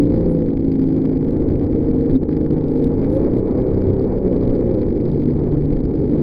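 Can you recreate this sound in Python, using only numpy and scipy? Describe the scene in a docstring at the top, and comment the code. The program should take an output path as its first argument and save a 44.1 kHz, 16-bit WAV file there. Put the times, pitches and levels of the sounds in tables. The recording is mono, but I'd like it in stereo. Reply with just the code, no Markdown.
"""An engine's orders drone through the hull of a jetboat on a river, over a muffled roar of water and wind.
The engine eases off, opens up and eases again; each order is a wavering sine at a multiple of the shaft rate.
Wind, roar, wash and churn are coloured noise; spray is brief grainy noise; low throbs are bell-shaped tones.
A fine crackling fizz follows the loudness of the low sound: noise gated by the waveform itself."""
import sys
import numpy as np
from scipy.fft import rfft, irfft, next_fast_len
from scipy.io import wavfile
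from scipy.ndimage import uniform_filter1d, map_coordinates

SR = 44100
rng = np.random.default_rng(int(sys.argv[2]) if len(sys.argv) > 2 else 0)


def to_wav(sig):
    """Store sig (one row per channel, or 1-D mono) as 16-bit WAV at the path in sys.argv[1].

    Samples outside -1..1 are clipped; the rate is SR.
    """
    pcm = np.clip(np.atleast_2d(sig), -1, 1) * 32767
    pcm = np.round(pcm).astype(np.int16)
    wavfile.write(sys.argv[1], SR, pcm.T)  # frames by channels


N = 274302
T = np.arange(N) / SR


def amp(db):
    """Amplitude ratio of a level in dB."""
    return 10 ** (np.asarray(db) / 20)


def unit(x):
    """x scaled to rms 1."""
    return x / np.sqrt(np.mean(x ** 2) + 1e-20)


def curve(rows):
    """One value per sample from (time_s, value) rows."""
    return np.interp(T, *np.transpose(rows))


def wobble(knots_per_s):
    """A smooth random curve through Gaussian knots."""
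    knots = rng.standard_normal(int(N * knots_per_s / SR) + 4)
    steps = np.arange(0, len(knots) - 1, .125)
    smooth = map_coordinates(knots, [steps])
    return np.interp(T * knots_per_s, steps, smooth)


def filtered(x, response):
    """x times a response of frequency."""
    m = next_fast_len(N + 8192)
    spectrum = rfft(x, m) * response(np.fft.rfftfreq(m, 1 / SR))
    return irfft(spectrum, m)[..., :N]


def coloured(x, points):
    """x shaped by (freq_hz, gain_db) points on a log frequency axis."""
    freq_hz, gain_db = np.transpose(points)
    return filtered(x, lambda hz: amp(np.interp(np.log(hz + 1), np.log(freq_hz), gain_db)))


def noise(points):
    """Coloured noise of rms 1 whose slow level is held even."""
    x = coloured(rng.standard_normal(N), points)
    slow_power = np.abs(uniform_filter1d(x * x, size=6000))
    return x / np.sqrt(slow_power + 1e-12)


def pair(side_db):
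    """White noise for two ears, mostly alike; side_db is the difference over the common part."""
    mid, side = rng.standard_normal((2, N))
    return unit(mid + amp(side_db) * np.array([side, -side]))


def swell(s, width_s):
    """A Gaussian rise and fall around time s, peak 1."""
    return np.exp(-.5 * ((T - s) / width_s) ** 2)


# engine shaft rate: time_s, shaft_turns_per_s
SPEED = [(0, 57.5), (.21, 57.2), (.45, 54.9), (.75, 53.6), (1.26, 52.1), (1.7, 51.7), (2.3, 51.7),
         (2.79, 51.4), (2.96, 52.2), (3.07, 54.7), (3.17, 59.5), (3.36, 62.9), (3.7, 63.2), (4.02, 64.4),
         (4.17, 63), (4.35, 60.8), (4.6, 60.5), (4.72, 58.8), (4.84, 55), (5.09, 50.6), (5.4, 48.8),
         (5.85, 48.6), (6.22, 50)]
LOAD_FROM_TURNS_PER_S, LOAD_SPAN_TURNS_PER_S = 62, 18


def throttle():
    """Load from shaft rate: 0 below 62 turns per second, rising slightly at the fastest revving."""
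    load = (curve(SPEED) - LOAD_FROM_TURNS_PER_S) / LOAD_SPAN_TURNS_PER_S
    return np.clip(load, 0, 1)


# levels of the four leading orders, before LEADING_GAIN_DB: time_s, rms_db
FIRING = [(0, -27), (.33, -24), (.6, -27.5), (0.849, -25), (1.75, -34), (1.951, -24.5), (2.2, -30.5),
          (2.549, -24.5), (3.051, -32), (3.55, -28.5), (3.899, -31), (4.349, -27), (4.951, -39.5),
          (5.169, -25), (5.58, -22), (6.03, -33), (6.191, -20)]
DRONE = [(0, -14), (.27, -33.5), (0.469, -23), (0.821, -22), (1.452, -24.5), (1.699, -30), (1.9, -24.5),
         (2.251, -29.5), (2.549, -26.5), (2.75, -21), (3.25, -28), (4.5, -36), (5.1, -42.5), (5.28, -22.5),
         (5.45, -39), (6.199, -33)]
FIRING_OCTAVE = [(0, -34.5), (.2, -28), (.48, -29.5), (.95, -26.5), (1.2, -28), (1.7, -28), (2.201, -30),
                 (2.389, -21.5), (2.849, -32.5), (3.35, -35), (3.65, -25), (4.401, -29), (5.35, -32.5),
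                 (5.52, -29.5), (5.95, -27), (6.199, -27)]
WHINE = [(0, -34.5), (.35, -27), (0.599, -42.5), (0.999, -40.5), (1.25, -31), (1.5, -35), (2.029, -25),
         (2.22, -41), (2.45, -27), (2.619, -35), (2.8, -25), (3, -35), (3.159, -24.5), (3.35, -45),
         (4.05, -46.5), (4.301, -31), (4.5, -36.5), (4.769, -28.5), (5, -36.5), (6.199, -43)]
# leading orders: shaft_multiple, level_curve
LEADING = [(3, FIRING), (5, DRONE), (6, FIRING_OCTAVE), (9, WHINE)]
LEADING_GAIN_DB, LEADING_FLUTTER_DB = 1, 1.18
# lesser orders through the hull's resonances: shaft_multiple, then rms_db at each speed step
LESSER_ORDERS = [(1, -39.5, -41, -42, -28.5, -38, -42.5), (1.5, -33, -38.5, -34, -57, -41.5, -29),
                 (2, -40.5, -37, -34.5, -28.5, -32.5, -30.5), (2.5, -40, -40, -35.5, -40, -40, -39.5),
                 (4, -40, -35, -26, -29, -28.5, -29), (4.5, -45, -31.5, -29, -38, -25, -32),
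                 (5.5, -33.5, -28, -40, -24.5, -32.5, -36.5), (7, -36.5, -32, -35.5, -40.5, -29, -29.5),
                 (8, -48, -46, -46, -38.5, -31.5, -34), (10, -41.5, -40, -54, -50, -56, -59.5)]
# speed steps: shaft_turns_per_s
SPEED_STEPS = [49, 52, 54, 57, 61, 64]
FLUTTER_DB, FLUTTERS_PER_S = 1.1, 8
# ringing panel, before GROWL_GAIN: pitch_hz, rms_db
GROWL_PANEL = [(540, -60), (660, -61.5), (750, -62), (830, -52), (880, -59), (950, -65.5), (1150, -65),
               (1400, -69)]
# growl gain: time_s, gain_db
GROWL_GAIN = [(0, 2.5), (.4, 0.5), (.9, -4), (1.5, -0.5), (2.2, -4.5), (2.8, 3.5), (3.6, -1), (4.4, 2),
              (5, -4), (6.2, -4)]
GROWL_FLUTTER_DB = 1
WAVER_RAD, LOAD_WAVER_RAD = 0.012, 0.02  # per shaft multiple; the second is also per unit load
RASP_DB, RASPS_PER_S, RASP_FROM_MULTIPLE = 1.8, 90, 9


def engine():
    """Shaft orders via the hull, halves too as a four-stroke cycle is two turns; high ones rasp and growl."""
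    speed = curve(SPEED)
    turns = np.cumsum(speed * (1 + .0015 * wobble(14))) / SR
    waver_rad = WAVER_RAD + LOAD_WAVER_RAD * throttle()
    rasp = amp(RASP_DB * wobble(RASPS_PER_S))

    def order(multiple, rms_db, flutter_db):
        """One wavering, fluttering sine at a multiple of the shaft."""
        phase = 2 * np.pi * (multiple * turns + rng.random())
        phase = phase + waver_rad * multiple * wobble(35)
        level = np.sqrt(2) * amp(rms_db + flutter_db * wobble(FLUTTERS_PER_S))
        tone = level * np.sin(phase)
        return tone * rasp if multiple >= RASP_FROM_MULTIPLE else tone

    leading = sum(order(multiple, curve(level) + LEADING_GAIN_DB, LEADING_FLUTTER_DB)
                  for multiple, level in LEADING)
    lesser = sum(order(multiple, np.interp(speed, SPEED_STEPS, step_db), FLUTTER_DB)
                 for multiple, *step_db in LESSER_ORDERS)
    growl = sum(order(multiple, np.interp(multiple * speed, *np.transpose(GROWL_PANEL)), GROWL_FLUTTER_DB)
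                for multiple in range(11, 19))
    return leading + lesser + amp(curve(GROWL_GAIN)) * growl


# water on the hull: time_s, rms_db
ROAR_LEVEL = [(0, -21.5), (.8, -23), (1.8, -21.5), (2.8, -22), (3.6, -21.5), (4.4, -22.5), (4.85, -19.5),
              (5.5, -20.5), (6.2, -19.5)]
# its spectrum: freq_hz, relative_db_per_hz
ROAR_TONE = [(90, -15.5), (130, -2), (190, -2.5), (260, 0.5), (310, 0), (390, -2), (480, -8), (540, -14.5),
             (620, -26.5), (800, -31), (1200, -83)]
ROAR_CHOP_DB = 1.07


def roar(chop):
    """Water roaring on the hull: low noise whose level moves with the ripples."""
    return amp(curve(ROAR_LEVEL) + ROAR_CHOP_DB * chop) * noise(ROAR_TONE)


# wind on the camera: time_s, rms_db
WIND_LEVEL = [(0.03, -23.5), (1.09, -27), (1.47, -21.5), (2.09, -26), (2.14, -23.5), (2.26, -26.5),
              (2.84, -24), (6.14, -25.5), (6.19, -34)]
# its spectrum: freq_hz, relative_db_per_hz
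BUFFET_TONE = [(6, -0.5), (15, -2), (30, -1), (60, -3), (100, -2), (150, -12.5), (300, -36), (800, -92)]
GUST_DB, GUSTS_PER_S = 1.5, 9


def wind():
    """Wind buffeting the camera: very low noise swung by random gusts."""
    return amp(curve(WIND_LEVEL) + GUST_DB * wobble(GUSTS_PER_S)) * noise(BUFFET_TONE)


# wash along the sides: time_s, rms_db
WASH_LEVEL = [(0, -41.5), (.3, -40.5), (.7, -47.5), (1.1, -42.5), (1.45, -39), (1.75, -41.5), (2.1, -42),
              (2.75, -40.5), (3.4, -35), (3.95, -39), (4.35, -36), (4.75, -39.5), (4.95, -42), (5.5, -41),
              (6.2, -42)]
# its spectrum: freq_hz, relative_db_per_hz
WASH_TONE = [(350, -26), (550, 9), (650, 3), (750, -1.5), (835, -1), (930, -6), (1200, -13.5), (1600, -22),
             (2300, -25), (2800, -45), (5000, -53), (8000, -82)]
WASH_CHOP_DB, SEETHE_DB, SEETHES_PER_S = 1.0, 1.8, 40
# upper roar of the hull: freq_hz, relative_db_per_hz
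DRUMMING_TONE = [(250, -28.5), (340, -8), (400, -2.5), (470, -2), (530, -13.5), (620, -29.5), (1000, -79)]
DRUMMING_DB = 9.5  # over WASH_LEVEL


def wash(chop):
    """Seething noise along the sides plus the hull's upper roar, both moving with the ripples."""
    seething = amp(SEETHE_DB * wobble(SEETHES_PER_S)) * noise(WASH_TONE)
    drumming = amp(DRUMMING_DB) * noise(DRUMMING_TONE)
    return amp(curve(WASH_LEVEL) + WASH_CHOP_DB * chop) * (seething + drumming)


# white water churned up by the jet: freq_hz, relative_db_per_hz
CHURN_TONE = [(500, -29), (1050, 1.5), (1500, -4), (2300, -11), (2800, -21), (6000, -50.5)]
CHURN_DB, CHURN_RISE_DB = -67, 13  # at zero load; rise per unit load


def churn():
    """White water behind the jet: noise that rises with load."""
    return amp(CHURN_DB + CHURN_RISE_DB * throttle()) * noise(CHURN_TONE)


def water_width():
    """Faint water noise of opposite sign in the two ears."""
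    side = amp(-52.0) * noise([(40, -38.0), (150, -22.0), (300, 8.0), (480, 0.5), (700, -15.0),
                               (1500, -40.5), (4000, -60.0)])
    return np.array([side, -side])


# loudest spits of the fizz: time_s, relative_db
SPITS = [(.153, -1.5), (.182, -3), (0.463, -0.5), (0.577, -4), (.719, 5.5), (.843, -0.5), (1.046, -2.5),
         (1.502, 2.5), (1.596, 1), (2.291, -0.5), (2.315, 1.5), (2.508, 6), (2.998, -1), (3.047, 4.5),
         (3.708, -0.5), (3.821, 6.5), (4.478, 2.5), (4.553, 0), (4.819, 3), (4.976, 1), (5.221, 6),
         (5.3, 0.5), (5.395, -3), (5.726, -2), (5.77, -4.5), (5.854, -2), (5.937, 1), (5.967, -3)]
SPIT_WIDTH_S = .00045
# spectrum of the fizz: freq_hz, relative_db_per_hz
CRACKLE_TONE = [(300, 8.5), (1000, 5), (2300, 3.5), (2750, -11), (3100, -4.5), (3900, -6), (4900, -3.5),
                (5500, -23.5), (7000, -18.5), (8200, -38), (9800, -16.5), (11000, -30.5), (12200, -19.5),
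                (15000, -30)]
# stereo width of the fizz: freq_hz, side_over_mid_db
CRACKLE_WIDTH = [(40, -40), (300, -23.5), (1000, -18.5), (2000, -13.5), (4000, -10), (8000, -4),
                 (12000, 1.5)]
BOOM_RMS = 0.17  # a sustained boom above this crackles no harder


def crackle(x, knee, trough_knee, steepness, rest, onset, level_db):
    """A fine fizz following the loudness of the low sound, stronger on its crests than in its troughs."""
    boom = np.maximum(np.abs(uniform_filter1d(x * x, size=1100)) / BOOM_RMS ** 2, 1) ** .5
    threshold = boom * np.where(x > 0, knee, trough_knee)
    over = (np.abs(x) / threshold) ** steepness
    drive = (np.abs(uniform_filter1d(x * x, size=400)) / onset ** 2) ** 2
    gate = rest * drive / (1 + drive) + over / (1 + over)
    spits = sum(amp(db) * swell(s, SPIT_WIDTH_S) for s, db in SPITS)
    grain = amp(2.3 * wobble(900))
    fizz = (grain * gate + spits) * rng.standard_normal((2, N))
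    mid, side = coloured(fizz, CRACKLE_TONE)
    side = coloured(side, CRACKLE_WIDTH)
    return amp(level_db) * unit(np.array([mid + side, mid - side]))


# sheets of spray: centre_s, width_s, level_db
SHEETS = [(2.753, 0.039, -62), (2.851, 0.017, -59.5), (3.128, 0.039, -63.5), (3.186, 0.03, -66),
          (3.38, 0.018, -61.5)]
# their spectrum: freq_hz, relative_db_per_hz
SHEET_TONE = [(1500, -20), (4000, -1.5), (6000, -14), (8000, -15.5), (10000, -7), (11200, -12.5),
              (15000, -16)]
# single drops on the camera: centre_s, level_db
DROPS = [(1.309, -44.5), (2.684, -49), (2.761, -53), (2.844, -41.5), (3.473, -57), (5.117, -49.5)]
DROP_WIDTH_S = .0008
# thin jets of spray: centre_s, width_s, level_db
SIZZLES = [(.313, .017, -61), (2.15, .008, -64), (3.135, .025, -67)]
# their narrow band: freq_hz, relative_db_per_hz
SIZZLE_TONE = [(8500, -34), (9500, -8), (10100, -1), (10800, -7.5), (12000, -32)]


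def spray():
    """Sheets of fine drops hiss on the camera, big drops tick and thin jets sizzle: grainy noise, enveloped."""
    sheets = sum(amp(db) * swell(s, width_s) for s, width_s, db in SHEETS)
    hiss = unit(coloured(pair(side_db=-5.0) * amp(8.4 * wobble(600)), SHEET_TONE))
    drops = sum(amp(db) * swell(s, DROP_WIDTH_S) for s, db in DROPS)
    tick_tone = [(1000, -16.5), (4200, 2.0), (6000, -15.5), (15000, -21.5)]
    tick = unit(coloured(pair(side_db=-6.5), tick_tone))
    jets = sum(amp(db) * swell(s, width_s) for s, width_s, db in SIZZLES)
    sizzle = unit(coloured(pair(side_db=-5) * amp(5 * wobble(300)), SIZZLE_TONE))
    return sheets * hiss + drops * tick + jets * sizzle


# low throbs: hull slaps, and two brief swells of the engine's low orders at 3.39 and 3.88 s
# centre_s, width_s, pitch_hz, envelope_peak_db
THROBS = [(2.137, .017, 24, -11.5), (2.16, .010, 262, -7), (3.39, .05, 125, -20), (3.88, .05, 94, -20.5),
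          (4.49, .03, 22, -16), (5.76, .035, 30, -19)]
# loose fitting: centre_s, envelope_peak_db
RATTLES = [(2.1555, -45), (2.1628, -43)]
RATTLE_HZ, RATTLE_WIDTH_S = 3700, .0008


def throbs():
    """Hull slaps and two swells of low engine orders, as short tones; the hardest slap rattles a loose fitting."""
    booms = sum(amp(db) * swell(s, width_s) * np.sin(2 * np.pi * hz * (T - s))
                for s, width_s, hz, db in THROBS)
    rattle = sum(amp(db) * swell(s, RATTLE_WIDTH_S) * np.sin(2 * np.pi * RATTLE_HZ * (T - s))
                 for s, db in RATTLES)
    return booms + rattle


# brief dips in level after the hardest slap: time_s, gain_db
DIPS = [(2.162, 0), (2.172, -6.5), (2.208, -6), (2.222, 0), (2.238, 0.5), (2.244, -3.5), (2.28, -3),
        (2.289, 0), (2.474, 0), (2.482, -3), (2.498, -3), (2.505, 0)]
WASH_DUCK = 1.6  # wash and churn follow the dips this many times deeper in dB
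RIPPLES_PER_S = 22


def scene():
    """Engine, wind and water dip together; throbs and spray do not. Only spray and water_width differ by ear."""
    chop = wobble(RIPPLES_PER_S)
    dips_db = curve(DIPS)
    steady = engine() + wind() + roar(chop) + water_width()
    hiss = wash(chop) + churn()
    return amp(dips_db) * steady + amp(WASH_DUCK * dips_db) * hiss + spray() + throbs()


TOP_HZ = 15800


def record(dry):
    """Adds the fizz that follows the low sound; nothing passes above the band limit."""
    wet = dry + crackle(dry, knee=0.24, trough_knee=.39, steepness=4.7, rest=.17, onset=0.13, level_db=-52.0)
    return filtered(wet, lambda hz: hz < TOP_HZ)


dry = scene()
out = record(dry)
to_wav(out)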